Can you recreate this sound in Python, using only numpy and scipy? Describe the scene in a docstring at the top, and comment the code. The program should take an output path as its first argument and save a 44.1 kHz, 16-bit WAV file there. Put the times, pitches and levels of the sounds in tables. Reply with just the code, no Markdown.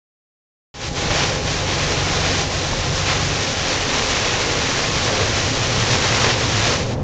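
"""Motorway downpour from inside a car

Rain drums on the windscreen and roof, a dense train of random impacts, over tyre roar and body rumble.
The engine drones at multiples of its crank rate, then eases off, and the gears whine faintly. A lorry
throbs with each turn of its wheels as it is overtaken, and a wiper rubs on the glass and knocks once.
At the end a bridge shelters the windscreen, then the roof, and the drumming stops. One cabin microphone."""
import sys
import numpy as np
from scipy import signal
from scipy.fft import rfft, irfft, next_fast_len
from scipy.io import wavfile
from scipy.ndimage import map_coordinates

SR = 44100
rng = np.random.default_rng(int(sys.argv[2]) if len(sys.argv) > 2 else 0)


def int16_out(signal):
    """Quantize to a 16-bit WAV file."""
    q = np.round(np.clip(np.atleast_2d(signal).T, -1, 1) * 32767)
    wavfile.write(sys.argv[1], SR, q.astype(np.int16))


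N = 310023

# resonances and dips of glass, roof and cabin air: (centre [Hz], width [Hz], gain [dB])
CABIN_RESONANCES = [(255, 26, 5), (264, 32, 0), (334, 25, 3), (416, 30, 4), (490, 22, 2.5), (531, 15, 4),
                    (820, 24, 0.5), (940, 31, -4), (1060, 74, 2), (1180, 50, -1.5), (1547, 90, -1.4),
                    (1800, 200, 0.5), (2380, 220, 0.7)]
# the microphone's treble roll-off: (frequency [Hz], gain [dB])
MIC_RESPONSE = [(6500, 0.5), (7100, -0.5), (7500, -5.5), (7900, -15), (8400, -16.5), (8800, -24.5),
                (9100, -34.5)]

# rumble of the body on the road: (time [s], relative level [dB])
RUMBLE_LEVEL = [(.8, -31), (1.05, -31.5), (1.85, -34), (2.85, -33.5), (3.55, -35), (4.9, -33), (5.8, -36),
                (6.5, -33.5)]
# spectrum of that rumble: (frequency [Hz], relative density [dB])
RUMBLE_SPECTRUM = [(8, -26.5), (20, -1.5), (33, 0), (50, -2.5), (75, 1), (115, 0), (150, 2.5), (185, -13.5),
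                   (260, -32.5), (500, -47)]
# tyre roar on wet asphalt: (frequency [Hz], relative density [dB])
ROAR_SPECTRUM = [(100, -14.5), (170, -5), (250, -2), (380, -4), (500, -1), (650, -5), (1000, -10),
                 (1300, -17.5), (2500, -26), (5000, -34), (9000, -46.5)]
# tyres plough through standing water: (middle [s], length [s], level [dB])
PUDDLE_SWELLS = [(1.103, .35, -34), (2.246, 0.21, -32), (4.518, 0.23, -32.5), (5.176, 0.22, -27),
                 (6.2, 0.25, -31.5), (6.709, .15, -31.5)]
# its hollow rush in the wheel arches: (frequency [Hz], relative density [dB])
ARCH_SPECTRUM = [(150, -17), (330, -7), (480, 0.5), (600, -2), (800, -9), (1500, -18.5), (5000, -47.5)]

# the engine pulls, then eases off: (time [s], level [dB])
ENGINE_LEVEL = [(1.0, -33), (1.6, -28.5), (2.2, -25), (2.8, -29), (3.25, -25), (3.42, -36), (7.03, -41)]
# engine speed: (time [s], crank rate [turns/s])
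CRANK_RATE = [(1.0, 49.7), (1.31, 49.1), (1.71, 47.1), (2.77, 46.0), (2.96, 46.0), (3.4, 47.5)]
# engine partials: (order [multiple of crank rate], relative level [dB])
ENGINE_PARTIALS = [(1, -8), (1.5, -7.5), (2, 0), (3, -3.5), (3.5, -5)]

# the lorry draws alongside: (time [s], relative level [dB])
LORRY_LEVEL = [(3.4, -60.5), (4.0, -40), (4.8, -33.5), (5.3, -26.5), (5.8, -25.5), (6.55, -26.5),
               (7.03, -25)]
# its wheels gather a little speed: (time [s], rate [turns/s])
LORRY_WHEEL_RATE = [(4.8, 9.33), (5.4, 9.44), (5.8, 9.59), (7.03, 9.77)]
# one throb, falling in pitch: (share of cycle [0-1], nominal pitch [Hz], relative level [dB])
THROB_SHAPE = [(0, 142, -15.5), (.15, 126, -5.5), (.35, 115, 1.5), (.55, 103, -6), (.75, 94, -3),
               (1, 84, -7)]
# growl of the lorry's tyres: (frequency [Hz], relative density [dB])
GROWL_SPECTRUM = [(50, -28), (85, -2.5), (125, 4), (165, -12.5), (192, 0), (220, -7.5), (255, -3),
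                  (300, -14), (480, -6.5), (700, -23.5), (2000, -40)]

# wiper rubs on the glass: (time [s], t60 [s], starting pitch [Hz], level [dB])
WIPER_RUBS = [(1.095, 0.24, 630, -23), (1.3, 1.2, 550, -29.5)]
# dull ring of the wiper's knock: (frequency [Hz], relative level [dB])
WIPER_KNOCK_MODES = [(700, -4), (930, 4), (1080, -1)]
# water slaps the windscreen: (time [s], relative level [dB], t60 [s])
WINDSCREEN_SPLATS = [(1.104, -15, 0.082), (1.235, -12, 0.017), (1.476, -18, 0.028), (2.008, -25, 0.016),
                     (3.088, -19.5, 0.21), (4.022, -14, 0.02), (6.24, -14.5, 0.094), (6.281, -19, 0.29),
                     (6.595, -27, 0.32)]
# the bridge covers windscreen, then roof: (middle [s], time to cover [s], weight in the rain [dB])
SHELTERED_PANELS = [(6.79, 0.16, 2), (6.944, 0.037, -11.5)]
# how hard it rains on the car: (time [s], relative level [dB])
RAIN_LEVEL = [(1.55, -24), (1.85, -22.5), (2.38, -22), (2.48, -24), (2.9, -25.5), (3.02, -23), (3.3, -23.3),
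              (3.95, -21), (4.85, -22), (5.2, -21.2), (5.6, -23), (6.05, -19.5), (6.45, -22), (6.6, -19.5)]
# the rain's sound briefly drops out at 0.924 s, just after the microphone starts;
# the other rows are denser sheets and lulls: (middle [s], length [s], level change [dB])
RAIN_SWELLS_AND_DIPS = [(0.82, 0.045, 1.5), (0.924, 0.06, -10), (0.98, 0.031, 1), (1.196, 0.14, 4),
                        (1.41, 0.1, -4.5), (1.657, 0.044, -2.5), (2.473, 0.064, -3), (2.92, 0.045, -1.5),
                        (3.11, .08, 2.9), (3.552, 0.11, -1.5), (3.738, 0.063, 1.5), (3.852, .05, -1.8),
                        (5.373, 0.043, 1.1), (6.252, 0.12, 2.5), (6.382, .06, -1.5), (6.6, 0.052, 0.5)]
# drumming of big drops: (frequency [Hz], relative density [dB])
DROP_SPECTRUM = [(60, -33.5), (200, -6), (500, -1.5), (800, 0.5), (1300, -0.5), (1800, -0.5), (2600, -1.5),
                 (4000, -5), (6000, -9.5), (8000, -36)]
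# hiss of fine spray: (frequency [Hz], relative density [dB])
SPRAY_SPECTRUM = [(500, -35), (1500, -12), (3000, -4), (4100, -2), (4800, -3.5), (5800, -1.5), (7000, -4.5),
                  (9000, -9.5)]


def amp(db):
    """Amplitude grows tenfold for every 20 dB."""
    return 10 ** (np.asarray(db) / 20)


def unit(x):
    """Normalisation to an rms of 1."""
    return x / np.sqrt(np.mean(x ** 2) + 1e-20)


def curve(points):
    """Linear interpolation of (time, value) points at every sample."""
    times, values = np.transpose(points)
    return np.interp(np.arange(N) / SR, times, values)


def wobble(rate):
    """Smooth random modulation: a spline through `rate` Gaussian values a second."""
    knots = rng.standard_normal(int(N * rate / SR) + 4)
    return map_coordinates(knots, [np.arange(N) * rate / SR])


def swell(middle, length):
    """A bell-shaped envelope of height 1; length is its width at half height."""
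    return np.exp2(-np.abs(2 * (np.arange(N) / SR - middle) / length) ** 3)


def along(points, hz):
    """Interpolation of (frequency, value) points on a logarithmic frequency axis."""
    frequencies, values = np.transpose(points)
    return np.interp(np.log(hz + 1), np.log(frequencies + 1), values)


def filtered(x, gain_db):
    """Minimum-phase filtering: folding the cepstrum makes the response gain_db(hz) causal."""
    size = 2 * next_fast_len((N + SR) // 2)
    hz = np.fft.rfftfreq(size, 1 / SR)
    cepstrum = irfft(np.log(amp(gain_db(hz))), size)
    cepstrum[1:size // 2] *= 2
    cepstrum[size // 2 + 1:] = 0
    return irfft(rfft(x, size) * np.exp(rfft(cepstrum)), size)[:N]


def coloured(x, spectrum):
    """Spectral shaping: a white excitation takes on the filter's spectrum, at rms 1."""
    return unit(filtered(x, lambda hz: along(spectrum, hz)))


def noise(spectrum):
    """Gaussian noise shaped to a spectrum, at rms 1."""
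    return coloured(rng.standard_normal(N), spectrum)


def tone(pitch, level_db, jitter, flutter_db, rate):
    """A sinusoid under random frequency and amplitude modulation."""
    phase = 2 * np.pi * np.cumsum(pitch * (1 + jitter * wobble(rate))) / SR
    return amp(level_db + flutter_db * wobble(rate)) * unit(np.sin(phase))


def impacts(per_second, spread_db, wash):
    """Shot noise: randomly timed drops of scattered size over a Gaussian wash of tiny ones."""
    lands = rng.random(N) < per_second / SR
    size = amp(spread_db * np.clip(rng.standard_normal(N), -2, 2))
    polarity = rng.choice([-1, 1], N)
    return unit(unit(lands * size * polarity) + wash * rng.standard_normal(N))


def cabin(x):
    """Resonance: panels and enclosed air lift some bands and swallow others."""
    def gain_db(hz):
        return sum(db / (1 + (2 * (hz - centre) / width) ** 2) for centre, width, db in CABIN_RESONANCES)
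    return filtered(x, gain_db)


def gear_whine():
    """Periodic meshing of gear teeth radiates one faint tone, which slowly fades."""
    start_db, fade_db_per_s = -38, 1.8
    level_db = start_db - fade_db_per_s * np.arange(N) / SR
    return tone(pitch=815, level_db=level_db, jitter=0.0082, flutter_db=2.5, rate=25)


def road():
    """Rolling contact makes broadband noise: the body rumbles, tyres roar, water rushes in the arches."""
    rumble = amp(curve(RUMBLE_LEVEL) + 4.0 + 0.49 * wobble(12)) * noise(RUMBLE_SPECTRUM)
    roar = amp(-30.5 + 0.34 * wobble(15)) * noise(ROAR_SPECTRUM)
    puddles = sum(amp(db) * swell(middle, length) for middle, length, db in PUDDLE_SWELLS)
    return rumble + roar + puddles * noise(ARCH_SPECTRUM)


def engine():
    """Rotational orders: partials locked to the crank rate, each wavering a little in strength."""
    rate = curve(CRANK_RATE) * (1 + 0.0021 * wobble(4.23))
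    crank_angle = 2 * np.pi * np.cumsum(rate) / SR
    partials = sum(amp(db + 0.56 * wobble(4)) * np.sin(order * crank_angle + rng.uniform(0, 2 * np.pi))
                   for order, db in ENGINE_PARTIALS)
    return amp(curve(ENGINE_LEVEL)) * unit(partials)


def lorry():
    """Periodic excitation: a low boom repeats with each wheel turn, over the growl of heavy tyres."""
    nominal_cycle_s, cycle_start_s = .1036, 5.895
    cycle = np.arange(round(nominal_cycle_s * SR)) / (nominal_cycle_s * SR)
    share, pitch, throb_db = np.transpose(THROB_SHAPE)
    phase = 2 * np.pi * np.cumsum(np.interp(cycle, share, pitch)) / SR
    envelope = amp(np.interp(cycle, share, throb_db)) * signal.windows.tukey(len(cycle), .1)
    turns = np.cumsum(curve(LORRY_WHEEL_RATE)) / SR
    wheel_position = (turns - turns[round(cycle_start_s * SR)]) % 1
    throbs = np.interp(wheel_position, cycle, envelope * np.sin(phase))  # one throb fills each turn
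    growl = amp(-3) * noise(GROWL_SPECTRUM)
    boom = amp(-1.5 + 0.95 * wobble(7.4)) * unit(throbs)
    return amp(curve(LORRY_LEVEL)) * (boom + growl)


def wiper():
    """Friction: rubber slips on wet glass with a rough tone that sinks and fades as the blade slows."""
    attack_s, sag_s, end_hz = 0.011, .08, 405
    out = np.zeros(N)
    for start, t60, start_hz, db in WIPER_RUBS:
        age = np.maximum(np.arange(N) / SR - start, 0)
        pitch = end_hz + (start_hz - end_hz) * np.exp(-age / sag_s)
        rub = tone(pitch, db - 60 * age / t60, jitter=.06, flutter_db=3, rate=160)
        out += np.minimum(1, age / attack_s) * rub
    return out


def wiper_knock():
    """Damped free vibration: one soft, short knock as the wiper turns round."""
    start_s, gain_db, t60_s = 2.733, -23, .035
    age = np.maximum(np.arange(N) / SR - start_s, 0)
    ring = sum(amp(db) * np.sin(2 * np.pi * hz * age) for hz, db in WIPER_KNOCK_MODES)
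    return amp(gain_db - 60 * age / t60_s) * ring


def splats():
    """Liquid impact: each gush slaps the glass and scatters in an exponentially decaying noise burst."""
    envelope = np.zeros(N)
    age = np.arange(SR // 5) / SR
    for start, db, t60 in WINDSCREEN_SPLATS:
        rise = 1 - np.exp(-age / (0.042 * t60))  # a long gush also spreads more slowly
        envelope[round(start * SR):][:len(age)] += rise * amp(db - 60 * age / t60)
    return amp(1.5) * envelope * noise(DROP_SPECTRUM)


def bridge_shelter():
    """Incoherent sources add in power: the rain's gain falls as the bridge covers each panel."""
    residual_db = -31.5  # rain still heard under the bridge
    t = np.arange(N) / SR
    exposed_power = sum((amp(db) * np.clip(.5 - (t - middle) / cover_s, 0, 1)) ** 2
                        for middle, cover_s, db in SHELTERED_PANELS)
    return np.sqrt(exposed_power / exposed_power[0] + amp(residual_db) ** 2)


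def rain():
    """Superposed impacts: big drops drum, fine spray hisses; louder rain favours the big drops."""
    ordinary_rain_db = -23
    change_db = sum(db * swell(middle, length) for middle, length, db in RAIN_SWELLS_AND_DIPS)
    level_db = curve(RAIN_LEVEL) + change_db
    spray_bias = -4 - 0.21 * (level_db - ordinary_rain_db) + 0.39 * wobble(7)
    envelope = bridge_shelter() * amp(level_db + 0.6 * wobble(28))
    drops = coloured(impacts(per_second=4500, spread_db=2.5, wash=0.62), DROP_SPECTRUM)
    spray = coloured(impacts(per_second=6500, spread_db=6.5, wash=0.79), SPRAY_SPECTRUM)
    return envelope * (amp(-4 - .5 * spray_bias) * drops + amp(3.0 + 1.27 * spray_bias) * spray)


def scene():
    """Superposition at one point in the cabin, whose resonances colour the water and road noise."""
    water_and_road = cabin(rain() + splats() + road())
    inside = water_and_road + engine() + gear_whine() + lorry() + wiper() + wiper_knock()
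    return np.array([inside, inside])


def record(dry):
    """Band limiting: a mono microphone with a dull treble, switched on after a moment and fading in."""
    switch_on_s, fade_from_db, fade_s, cutoff_hz = .741, -18, 0.087, 9087
    age = np.maximum(np.arange(N) / SR - switch_on_s, 0)
    fade_in = (age > 0) * amp(fade_from_db * np.exp(-age / fade_s))
    size = next_fast_len(N + SR // 2)
    hz = np.fft.rfftfreq(size, 1 / SR)
    response = amp(along(MIC_RESPONSE, hz)) * (hz < cutoff_hz)
    return irfft(rfft(dry * fade_in, size) * response, size)[:, :N]


dry = scene()
out = record(dry)
int16_out(out)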